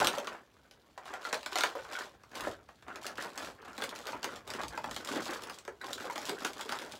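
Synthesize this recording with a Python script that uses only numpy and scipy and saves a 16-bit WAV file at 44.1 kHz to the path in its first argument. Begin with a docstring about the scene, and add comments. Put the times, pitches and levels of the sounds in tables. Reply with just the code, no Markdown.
"""A small bare room, at a table: hands work a toy figure out of a thin moulded plastic tray.
Many tiny buckles crackle under every squeeze, creases snap, and the tray's pockets pop in and out.
The room answers for about a fifth of a second over a faint hush and the table's rumble."""
import sys
import numpy as np
from scipy import signal
from scipy.fft import rfft, irfft, next_fast_len
from scipy.io import wavfile
from scipy.ndimage import uniform_filter1d, map_coordinates

SR = 44100
rng = np.random.default_rng(int(sys.argv[2]) if len(sys.argv) > 2 else 0)


def dump_mix(stems):
    """Bounce the given channels to the path in sys.argv[1] as a 16-bit WAV at rate SR."""
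    frames = np.atleast_2d(stems).T  # one column per channel
    limited = np.clip(frames, -1, 1)  # hard clip at full scale
    pcm = np.round(limited * 32767).astype(np.int16)
    wavfile.write(sys.argv[1], SR, pcm)


N = 308259


def amp(db):
    """dB to gain."""
    return 10 ** (np.asarray(db) / 20)


def unit_rms(x):
    """Scale to rms 1."""
    return x / np.sqrt(np.mean(x ** 2) + 1e-20)


def log_interp(points, hz):
    """Interpolate (frequency, value) points on a log axis."""
    point_hz, values = np.transpose(points)
    return np.interp(np.log(hz + 1), np.log(point_hz + 1), values)


def colour(x, spectrum, size=2048):
    """Minimum-phase filter with this spectrum and unit energy."""
    gain = amp(log_interp(spectrum, np.fft.rfftfreq(size, 1 / SR)))
    cepstrum = irfft(np.log(gain + 1e-6), size)
    cepstrum[1:size // 2] *= 2
    cepstrum[size // 2 + 1:] = 0
    pulse = irfft(np.exp(rfft(cepstrum)), size)
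    return signal.fftconvolve(x, pulse / np.linalg.norm(pulse))[:N]


def place(time_s, gains, shapes):
    """Sum rows of short sounds at their times and gains."""
    index = np.round(time_s * SR).astype(int)[:, None] + np.arange(shapes.shape[1])
    return np.bincount(index.ravel(), (gains[:, None] * shapes).ravel(), N + SR)[:N]


def envelope(t, t60_s, attack_s):
    """Exponential rise and decay."""
    return amp(-60 * t / t60_s) * (1 - np.exp(-t / attack_s))


def ring(t, hz, t60_s, attack_s):
    """One damped mode per row."""
    return np.sin(2 * np.pi * hz[:, None] * t) * envelope(t, t60_s, attack_s)


def burst(t, count, t60_s, attack_s):
    """One decaying noise burst per row."""
    return envelope(t, t60_s, attack_s) * rng.standard_normal((count, len(t)))


# Noise floor spectrum: (frequency [Hz], relative density [dB])
HUSH_SPECTRUM = [(18, -27), (33, -27), (55, 5), (152, -3), (315, -3), (1400, -20), (3500, -19),
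                 (8000, -31.5), (15500, -30)]


def hush(level_db=-68.5):
    """Steady air and microphone noise."""
    return amp(level_db) * unit_rms(colour(rng.standard_normal(N), HUSH_SPECTRUM, size=8192))


# Hand squeezes: (start [s], hold [s], sheet crackle [dB], wall bending [dB])
SQUEEZES = [(0, 0.01, -35, -22.5), (.05, 0.027, -56, -40), (.13, 0.061, -48.5, -39),
            (0.289, 0.069, -60.5, -48), (1.068, 0.064, -55, -41), (1.23, 0.14, -49, -47.5),
            (1.531, 0.13, -44.5, -38.5), (1.78, 0.061, -54.5, -44.5), (1.921, 0.087, -45.5, -38.5),
            (2.362, 0.12, -49.5, -40), (2.889, 0.082, -63, -45.5), (3.029, 0.039, -48.5, -42.5),
            (3.188, 0.055, -44.5, -40.5), (3.368, 0.089, -48.5, -42), (3.618, 0.069, -57.5, -45.5),
            (3.788, 0.2, -51.5, -45.5), (4.07, 0.056, -48.5, -42), (4.238, .1, -53.5, -44.5),
            (4.492, 0.13, -53, -41.5), (4.72, 0.022, -52.5, -47), (4.86, .14, -51.5, -45.5),
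            (5.081, .26, -44.5, -39), (5.41, .14, -55, -50), (5.852, 0.2, -49.5, -43),
            (6.08, 0.15, -49, -46.5), (6.261, 0.032, -43.5, -37.5), (6.388, 0.088, -47.5, -41.5),
            (6.579, 0.055, -49.5, -45), (6.699, 0.15, -49, -42.5), (6.919, 0.025, -50.5, -49)]


def effort(time_s, part, grip_db_per_s=338, ease_db_per_s=181):
    """Gain of "sheet" or "walls": each squeeze sets in, holds and eases to a resting grip."""
    start_s, hold_s, sheet_db, walls_db = np.transpose(SQUEEZES)[:, :, None]
    held_db, resting_db = {"sheet": (sheet_db, -72.5), "walls": (walls_db, -66.5)}[part]
    before_db = np.maximum(grip_db_per_s * (start_s - time_s), 0)
    after_db = np.maximum(ease_db_per_s * (time_s - start_s - hold_s), 0)
    return amp(np.maximum((held_db - before_db - after_db).max(axis=0), resting_db))


def buckles(shapes, part, spread_db):
    """Tiny buckles at random times, most faint, a few strong, as loud as the squeeze."""
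    when, strength = rng.random((len(shapes), 2)).T
    time_s = when * N / SR
    sizes = amp(np.minimum(-spread_db * np.log(1 - strength), 11))
    mean_power = np.sum((sizes[:, None] * shapes) ** 2) / N
    return place(time_s, effort(time_s, part) * sizes / np.sqrt(mean_power), shapes)


# Bright plastic sheet: (frequency [Hz], relative density [dB])
SHEET_SPECTRUM = [(1200, -24.5), (2000, -8), (3400, -0.5), (6500, -7), (7800, -8), (8400, -12.5),
                  (11000, -15.5), (15500, -21)]
# Dull tray walls: (frequency [Hz], relative density [dB])
WALL_SPECTRUM = [(53, -30), (90, -35), (168, -5.5), (238, -2.5), (458, -0.5), (1070, -0.5), (1430, 0.5),
                 (2500, -9.5), (3250, -16), (5500, -120)]


def squeeze_crackle(count=1500):
    """The squeezed sheet ticks drily; the walls give softer, faintly pitched crunches."""
    t = np.arange(SR // 40) / SR
    ticks = burst(t, count, t60_s=0.009, attack_s=0.0003)
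    crunch_hz = rng.uniform(250, 1850, count)
    crunches = burst(t, count, t60_s=0.013, attack_s=0.00046)
    crunches += amp(-15) * ring(t, crunch_hz, t60_s=0.031, attack_s=0.0003)
    sheet = colour(buckles(ticks, "sheet", spread_db=2.0), SHEET_SPECTRUM)
    walls = colour(buckles(crunches, "walls", spread_db=4.5), WALL_SPECTRUM)
    return amp(-4) * sheet + amp(-5.5) * walls


# Hands and tray rubbing on the table top: (time [s], base level [dB])
RUBBING = [(0, -48), (.3, -82), (.5, -83), (1.9, -75), (2.5, -61.5), (2.7, -68), (4.2, -68), (4.7, -61.5),
           (5.3, -63.5), (5.6, -72), (6.99, -65)]


def table_rumble(lumps_per_s=20, lump_db=4.8, press_db_per_db=0.15):
    """Low, lumpy rumble through the table top, stronger as the hands bear down."""
    time_s, base_db = np.transpose(RUBBING)
    t = np.arange(N) / SR
    band = signal.butter(2, [50, 170], "band", fs=SR, output="sos")
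    rumble = signal.sosfilt(band, rng.standard_normal(N))
    lumps = amp(lump_db * map_coordinates(rng.standard_normal(200), [t * lumps_per_s]))
    pressure = unit_rms(effort(t, "walls") ** press_db_per_db)
    return amp(np.interp(t, time_s, base_db)) * unit_rms(rumble * lumps) * pressure


# Single creases buckling: (time [s], level [dB], knock re level [dB])
SNAPS = [(0.001, -23, 7), (0.0457, -19, 0.5), (0.0711, -14, -6), (0.183, -30.5, -16), (0.2455, -42, -12),
         (0.2714, -33, 12), (0.7111, -46.5, 1.5), (0.9772, -42.5, 12.5), (1.055, -41.5, 6),
         (1.138, -35, -15), (1.2505, -36, 5), (1.269, -38, 10), (1.3281, -22.5, 10), (1.3433, -26.5, 2),
         (1.4302, -38, 5), (1.4608, -27, 4.5), (1.5289, -45, -6), (1.5563, -21, -2), (1.575, -25.5, -2),
         (1.5853, -20, 1.5), (1.6078, -21, -22), (1.6355, -20.5, 10.5), (1.933, -33, 4), (2.235, -48, 9),
         (2.3157, -50, -16), (2.354, -32.5, -2), (2.4075, -29.5, -19), (2.6878, -51.5, 16),
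         (2.824, -51, 10.5), (2.8815, -47, 17), (2.9581, -37.5, 6), (3.066, -27, -8.5),
         (3.1815, -41.5, 19.5), (3.224, -32.5, -11), (3.3766, -29, 2.5), (3.7309, -48, -1),
         (3.779, -33, 6.5), (3.8213, -31, 6.5), (3.8381, -25, 1), (3.8918, -32.5, -20), (3.96, -36.5, -26),
         (4.0693, -31, -16), (4.23, -33.5, 6), (4.243, -25, 3), (4.36, -38.5, -5), (4.476, -35, -5),
         (4.5028, -32, 0), (4.5367, -32.5, 5), (4.615, -35.5, -12), (4.6343, -35, 6), (4.6817, -33, -24),
         (4.776, -35.5, 9.5), (4.8414, -37, 12), (4.9113, -31.5, 6.5), (4.9452, -36, -7),
         (4.9635, -29.5, 3), (5.048, -32, -17), (5.0737, -31.5, -2), (5.1152, -37, 10), (5.1598, -34, 7.5),
         (5.421, -39, 6.5), (5.436, -33.5, 0), (5.4974, -32.5, 3.5), (5.5862, -36.5, -12),
         (5.6506, -43, 4.5), (5.678, -42, 15), (5.8155, -41, 4), (5.8436, -39.5, 10), (5.931, -25.5, -28),
         (6.1575, -35.5, 9.5), (6.179, -32, -2), (6.2605, -39, -15), (6.2934, -23, 2),
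         (6.4483, -22.5, -1.5), (6.5331, -37, -18), (6.6096, -32, 2.5), (6.692, -30.5, 7.5),
         (6.7224, -28.5, 4), (6.788, -33, -36), (6.921, -36.5, -19)]


def crease_snaps(facet_hz=3386, log_spread=0.231):
    """A crease lets go in milliseconds: a crack, a brief ring of its facet, a knock in the walls."""
    time_s, level_db, knock_db = np.transpose(SNAPS)
    count = len(time_s)
    t = np.arange(SR // 25) / SR
    hz = facet_hz * np.exp(log_spread * rng.standard_normal(count))
    crack = place(time_s, amp(level_db + 2.5), burst(t, count, t60_s=0.01, attack_s=0.0005))
    facet = place(time_s, amp(level_db - 3.5), ring(t, hz, t60_s=0.0069, attack_s=0.00033))
    knock = place(time_s, amp(level_db + knock_db), burst(t, count, t60_s=0.022, attack_s=0.0032))
    return colour(crack, SHEET_SPECTRUM) + facet + colour(knock, WALL_SPECTRUM)


# Pockets flipping in or out: (time [s], level [dB], pitch [Hz])
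POPS = [(0.012, -25, 1050), (0.073, -31, 1170), (0.176, -24.5, 572), (0.276, -26.5, 1134),
        (0.977, -35.5, 783), (1.138, -29.5, 762), (1.25, -25, 1386), (1.331, -21, 637), (1.557, -22.5, 740),
        (1.608, -22, 1400), (1.635, -18.5, 1445), (1.753, -18.5, 531), (1.909, -35, 1600),
        (1.952, -28.5, 1466), (2.469, -25.5, 570), (3.181, -30, 1476), (3.819, -27, 1610),
        (4.132, -30, 950), (4.634, -30, 877), (4.776, -29, 900), (4.843, -26.5, 854), (5.11, -28, 274),
        (5.164, -27.5, 303), (5.294, -34.5, 391), (5.679, -35, 383), (5.813, -35.5, 1556),
        (6.051, -31.5, 512), (6.098, -24.5, 947), (6.179, -30.5, 843), (6.32, -30, 414),
        (6.448, -21.5, 1430), (6.656, -37, 440), (6.722, -25.5, 870)]


def pocket_pops():
    """A pocket rings at its pitch and two scattered modes above; big, low pockets ring longer."""
    time_s, level_db, hz = np.transpose(POPS)
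    t = np.arange(SR // 8) / SR
    t60_s = 0.054 * (600 / hz[:, None]) ** 0.39
    detune = np.exp([0.091, 0.12] * rng.standard_normal((len(hz), 2)))
    modes = ring(t, hz, t60_s, attack_s=0.00081)
    modes += amp(-4) * ring(t, 1.427 * hz * detune[:, 0], 0.5 * t60_s, attack_s=0.00036)
    modes += amp(-5) * ring(t, 2.3 * hz * detune[:, 1], 0.4 * t60_s, attack_s=0.001)
    # fingers on the wall make the ringing stumble
    stumble = unit_rms(uniform_filter1d(rng.standard_normal(modes.shape), size=130, axis=1))
    return place(time_s, amp(level_db - 2.5), modes * (1 + 0.5 * stumble))


def highpass(x, hz, order):
    """Butterworth high-pass."""
    return signal.sosfilt(signal.butter(order, hz, "high", fs=SR, output="sos"), x)


def tray_radiation(x, lying_from_s=0.9, lying_until_s=2.25):
    """The small tray radiates little bass; lying on the table, less bass and less treble."""
    t = np.arange(N) / SR
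    lifted = highpass(x, hz=173, order=3)
    lying = highpass(x, hz=420, order=2)
    lying -= 0.3 * highpass(lying, hz=7000, order=1)
    return np.where((t > lying_from_s) & (t < lying_until_s), lying, lifted)


# Room decay: (frequency [Hz], T60 [s])
ROOM_DECAY = [(200, 0.28), (1400, 0.15), (12000, 0.12)]


def room_reverb(x, spots=16, hop_samples=300, delay_samples=150):
    """Every few milliseconds sound leaves another spot of the tray, which the room answers differently."""
    hz, t, noise = signal.stft(rng.standard_normal((spots, SR // 3)), SR, nperseg=256)
    decay = amp(-60 * t / log_interp(ROOM_DECAY, hz)[:, None])
    _, tails = signal.istft(noise * decay, SR, nperseg=256)
    tails /= np.linalg.norm(tails[0])
    offset_hops = (np.arange(N) / hop_samples - np.arange(spots)[:, None]) % spots - 1
    crossfade = np.cos(np.pi / 2 * np.clip(offset_hops, -1, 1))
    wet = signal.fftconvolve(crossfade * x, tails, axes=1).sum(axis=0)
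    return np.pad(wet, (delay_samples, 0))[:N]


def scene():
    """Tray, room, table and hush, mono."""
    tray = tray_radiation(crease_snaps() + pocket_pops() + squeeze_crackle())
    return (tray + amp(-2.5) * room_reverb(tray) + table_rumble() + hush())[None]


def record(dry, cutoff_hz=15800):
    """Brick-wall low-pass."""
    size = next_fast_len(N + SR)
    passband = np.fft.rfftfreq(size, 1 / SR) < cutoff_hz
    return irfft(rfft(dry, size) * passband, size)[:, :N]


dry = scene()
out = record(dry)
dump_mix(out)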